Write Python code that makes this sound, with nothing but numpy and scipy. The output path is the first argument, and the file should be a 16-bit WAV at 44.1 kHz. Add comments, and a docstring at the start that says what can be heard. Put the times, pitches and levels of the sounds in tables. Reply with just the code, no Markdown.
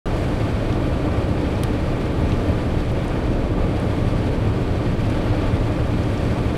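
"""Inside a car at steady speed on a snowy highway, one microphone at the front seat.
From the start the road shakes the cabin, the tyres roar, wind hisses at the glass, the engine drones
on two orders, the running gear hums and grit patters faintly. Fine snow sprays the windscreen, the
cabin air booms briefly and short ticks come and go. At 1.6 s something small snaps near the windscreen.
From about 4 s the boom is back; a gust meets the door seals at 5 s, and more snow blows in at 6 s."""
import sys
import numpy as np
from scipy import signal
from scipy.fft import rfft, irfft
from scipy.io import wavfile

SR = 44100
rng = np.random.default_rng(int(sys.argv[2]) if len(sys.argv) > 2 else 0)


def digitize_waveform(pressure):
    """Quantize a signal to 16-bit integers and store it at the path in sys.argv[1].

    Rows of a 2-D input are taken as channels; values are limited to [-1, 1].
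    """
    field = np.atleast_2d(pressure).T
    bounded = np.clip(field, -1, 1)
    quanta = np.round(bounded * 32767).astype(np.int16)
    wavfile.write(sys.argv[1], SR, quanta)


N = 289737
TIME = np.arange(N) / SR
FREQS = np.fft.rfftfreq(N, 1 / SR)


def gain_of(db):
    """Decibels to amplitude."""
    return 10 ** (np.asarray(db) / 20)


def unit_rms(x):
    """Scales to rms 1."""
    return x / np.sqrt(np.mean(x ** 2) + 1e-20)


def spectrum_at(points, hz):
    """Reads a spectrum on a log-frequency axis."""
    point_hz, level_db = np.transpose(points)
    return np.interp(np.log(hz + 1), np.log(point_hz + 1), level_db)


def follow(points):
    """A level curve, sample by sample."""
    return np.interp(TIME, *np.transpose(points))


def swells(rows):
    """Level in dB of passing events: each is one arch."""
    return sum(db * np.sin(np.pi * np.clip((TIME - start) / length, 0, 1)) for start, length, db in rows)


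def wander(rate_hz):
    """Random drift of rms 1, up to about the given rate."""
    return unit_rms(irfft(rfft(rng.standard_normal(N)) / (1 + (FREQS / rate_hz) ** 4), N))


def below(x, hz):
    """The part of a sound under a frequency."""
    return irfft(rfft(x) / (1 + (FREQS / hz) ** 8), N)


# Air and panel resonances around the microphone: centre_hz, width_hz, gain_db
CABIN_MODES = [(106, 22, 2.2), (228, 55, -1.5), (695, 45, 1.3), (870, 45, 3.6), (1045, 40, -2),
               (1090, 30, 1.6), (1178, 58, 6.3), (1690, 90, -2.6), (1860, 90, 1.6), (2035, 70, -2.8),
               (2135, 80, 2.3), (2305, 60, 2), (2420, 150, 2.8), (3130, 90, 1.8), (3350, 120, 1.8),
               (4600, 400, 2.4), (5050, 220, -1.3), (7800, 500, 1.5)]

def cabin_noise(spectrum):
    """Random forcing heard through the resonances of the cabin, at rms 1."""
    modes_db = sum(db / (1 + (2 * (FREQS - hz) / width) ** 2) for hz, width, db in CABIN_MODES)
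    response = gain_of(spectrum_at(spectrum, FREQS) + modes_db)
    return unit_rms(irfft(rfft(rng.standard_normal(N)) * response, N))


# Road rumble coming up through the body: frequency_hz, density_db
RUMBLE_SPECTRUM = [(6, -27), (14, -9), (20, -3.5), (28, -0.8), (40, 0.5), (51, -6.5), (72, 1.5), (98, -0.5),
                   (135, -2.5), (162, -7.5), (305, -5.5), (420, -15.5), (600, -24), (1500, -120)]
# Uneven stretches passing under the car: start_s, length_s, shake_db, rumble_db
UNEVEN_ROAD = [(0, 0.26, 2.5, -1.5), (2.05, 0.75, 2.5, 1.3), (3.15, 0.77, 3.5, 0.5), (3.8, 0.8, 0, 0.3),
               (4.95, 0.71, 0, 0.5)]

def road(level_db=-21.27, bumpy_db=0.5, shake_lift_db=0.6, shake_hz=52):
    """The surface rumbles through the cabin; uneven stretches shift the rumble and the deep shake."""
    start, length, shake_db, rumble_db = np.transpose(UNEVEN_ROAD)
    rumble = gain_of(level_db + bumpy_db * wander(29)) * cabin_noise(RUMBLE_SPECTRUM)
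    shake = below(rumble, shake_hz)
    shake_gain = gain_of(shake_lift_db + swells(zip(start, length, shake_db)))
    rumble_gain = gain_of(swells(zip(start, length, rumble_db)))
    return shake_gain * shake + rumble_gain * (rumble - shake)


# The tyres as heard from inside the cabin: frequency_hz, density_db
ROAR_SPECTRUM = [(10, -80), (200, -56), (330, -8), (420, -0.2), (570, 0), (700, -5.5), (820, -9),
                 (1050, -12), (1400, -18.5), (1750, -24), (2600, -27), (6000, -100)]
# Tread roar along the highway: time_s, gain_db
TREAD_CURVE = [(.1, 0), (.97, -0.1), (1.11, 2.5), (1.35, -0.5), (1.62, 0.5), (1.78, -0.5), (2.3, -0.1),
               (2.48, 0.5), (2.78, -2), (3.42, -0.3), (3.95, -0.1), (4.6, -0.3), (4.93, -2), (5.4, 1.5),
               (5.6, -1), (5.76, -0.2), (6.05, -1.5), (6.4, 0)]

def tyres(level_db=-29.5, patchy_db=0.56):
    """Tread roar swells over patches of bare road and packed snow."""
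    roar_db = level_db + follow(TREAD_CURVE) + patchy_db * wander(21)
    return gain_of(roar_db) * cabin_noise(ROAR_SPECTRUM)


# Wind at the glass and door seals, close to the microphone: frequency_hz, density_db
WIND_SPECTRUM = [(880, -7), (1500, 1), (2010, -3), (2400, -4.5), (3300, -7), (4500, -12.5), (5200, -16.5),
                 (6700, -21.5), (7800, -21.5), (10500, -25), (12200, -29.5), (13000, -33.5), (15700, -39)]
# Strength of the airflow over the glass: time_s, gain_db
AIRFLOW_CURVE = [(.25, 1.5), (.9, 0.3), (2.55, 0.64), (3.3, -0.3), (3.51, -2), (3.85, 0.9), (4.93, -0.5),
                 (5.1, 1), (5.42, 0.3), (5.62, 0.5), (6.5, 1)]
# Fine snow against the windscreen, just ahead: start_s, length_s, gain_db
SNOW_SPRAY = [(.08, 0.35, 1.5), (5.9, .55, 1)]
# A gust on the door seals: start_s, length_s, gain_db
SEAL_GUSTS = [(4.98, .6, 1.6)]

def wind(level_db=-38.5, flutter_db=0.76, split_hz=5700, top_db=-0.6, top_follow=1.3):
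    """Turbulent hiss follows the airflow, its top more so; a gust lifts the low part, snow the top."""
    flow_db = follow(AIRFLOW_CURVE)
    hiss = gain_of(level_db + flutter_db * wander(26)) * cabin_noise(WIND_SPECTRUM)
    low = below(hiss, split_hz)
    low_gain = gain_of(flow_db + swells(SEAL_GUSTS))
    top_gain = gain_of(top_db + top_follow * flow_db + swells(SNOW_SPRAY))
    return low_gain * low + top_gain * (hiss - low)


# Engine drone reaching the front seat: crank_multiple, level_db
ENGINE_ORDERS = [(3, -34.6), (5, -36)]

def engine(crank_hz=59.86, sag_hz_per_s=0.062, jitter=0.0015, lift_db=0.16, load_db=0.65, waver_db=1.4):
    """Two orders of the slowly sagging crank drone; they swell together with load and waver apart."""
    turns = np.cumsum((crank_hz - sag_hz_per_s * TIME) * (1 + jitter * wander(3.96))) / SR
    shared_db = lift_db + load_db * wander(0.96)
    drone = np.zeros(N)
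    for order, level_db in ENGINE_ORDERS:
        amplitude = np.sqrt(2) * gain_of(level_db + shared_db + waver_db * wander(7))
        drone += amplitude * np.sin(2 * np.pi * (order * turns + rng.random()))
    return drone


def driveline(pitch_hz=70, level_db=-37.5, waver_db=2, jitter=0.0094):
    """A low hum from the running gear under the floor swells and fades."""
    turns = np.cumsum(pitch_hz * (1 + jitter * wander(4))) / SR
    return np.sqrt(2) * gain_of(level_db + waver_db * wander(1.7)) * np.sin(2 * np.pi * turns)


# What a tick rings with: frequency_hz, density_db
TICK_SPECTRUM = [(900, -25), (2200, -7), (3250, 2.8), (4300, -4), (5450, -2.5), (7200, -14.5), (9300, -4),
                 (11000, -9), (14000, -9.5), (16000, -15)]

def tick(centre_hz, spread_octaves, t60_s, snap=4.6, cabin_db=-18, cabin_t60_s=0.043):
    """One tick: a sharp snap, a short hard chatter, then the brief ring of the cabin."""
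    t = np.arange(4096) / SR
    hz = np.fft.rfftfreq(len(t), 1 / SR)
    chatter = np.exp(-np.log(1000) * t / t60_s)
    cabin_ring = gain_of(cabin_db) * np.exp(-np.log(1000) * t / cabin_t60_s)
    force = (chatter + cabin_ring) * rng.choice([-1, 1], len(t))
    force[0] = snap
    band = np.exp(-0.5 * (np.log2((hz + 1) / centre_hz) / spread_octaves) ** 2)
    colour = unit_rms(gain_of(spectrum_at(TICK_SPECTRUM, hz)) * band + 1e-3)
    # the ring comes only after the snap: minimum phase
    log_gain = np.log(np.concatenate([colour, colour[-2:0:-1]]))
    response = np.exp(np.conj(signal.hilbert(log_gain)))[:len(hz)]
    return irfft(rfft(force) * response)


def grit(level_db=-63.5, hits_per_s=200, spread_db=5, sizes=12):
    """Ice grains patter faintly on the body outside; smaller grains ring higher and softer."""
    patter = np.zeros(N)
    for centre_hz in np.geomspace(4400, 12500, sizes):
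        hits = rng.random(N) < hits_per_s / sizes / SR
        strength = gain_of(spread_db * np.minimum(rng.exponential(1, N), 3))
        grain = tick(centre_hz, spread_octaves=0.25, t60_s=0.01)
        patter += signal.oaconvolve(hits * strength, grain)[:N] / centre_hz
    return gain_of(level_db) * unit_rms(patter)


# Boom of the air around the microphone: time_s, level_db
BOOM_CURVE = [(.1, -43), (.45, -26.5), (1.1, -38), (3.7, -32.5), (4.1, -30), (5.05, -29), (5.65, -26),
              (6.1, -30.5), (6.5, -40)]

def cabin_boom(pitch_hz=109, waver_db=1.0, jitter=0.006):
    """The cabin air booms on one low, drifting note: briefly at first, longer on the later stretch."""
    turns = np.cumsum(pitch_hz * (1 + jitter * wander(2.06))) / SR
    level_db = follow(BOOM_CURVE) + waver_db * wander(1.9)
    return np.sqrt(2) * gain_of(level_db) * np.sin(2 * np.pi * turns)


# Single ticks heard at the front seat: start_s, level_db, centre_hz, spread_octaves, t60_s
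SHORT_TICKS = [(0.2187, -51, 13000, .35, .012), (0.7262, -36.5, 3000, .9, .018),
               (0.7268, -44, 6300, .16, .012), (1.6353, -24.9, 6800, 2.3, .014),
               (2.1905, -55, 14500, .25, .015), (2.2948, -43, 6400, .18, .012),
               (2.3198, -30.5, 3100, .4, .014), (2.3202, -44, 6400, .22, .012),
               (2.4862, -49, 9000, .45, .012), (2.917, -51, 10000, .35, .025),
               (3.0812, -38.7, 7800, .22, .005), (3.7990, -46.7, 8000, .35, .025),
               (4.6785, -34.3, 3700, .45, .006), (5.1002, -44.5, 8000, .35, .015),
               (5.7222, -45, 7200, .25, .015), (6.0347, -43, 6200, .25, .02),
               (6.1773, -42.3, 6400, .22, .012), (6.2497, -44, 6500, .24, .016),
               (6.4515, -53, 14000, .3, .009)]

def short_ticks():
    """Short ticks sound through the noise, three faint and very high; the loudest is a sharp snap."""
    out = np.zeros(N)
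    for start_s, level_db, centre_hz, spread_octaves, t60_s in SHORT_TICKS:
        sound = gain_of(level_db) * tick(centre_hz, spread_octaves, t60_s)
        part = out[round(start_s * SR):][:len(sound)]
        part += sound[:len(part)]
    return out


def scene():
    """Everything heard from the front seat, in mono."""
    return (road() + tyres() + wind() + engine() + driveline() + grit() + cabin_boom() + short_ticks())[None]


def record(dry):
    """The microphone opens just after the start and loses the highest treble."""
    open_s, edge_hz = 0.057, 15750
    opened = dry * np.clip((TIME - open_s) * SR / 32, 0, 1)
    lowpass = signal.firwin(511, edge_hz, window=("kaiser", 9), fs=SR)
    return signal.oaconvolve(opened, lowpass[None], "same")


dry = scene()
out = record(dry)
digitize_waveform(out)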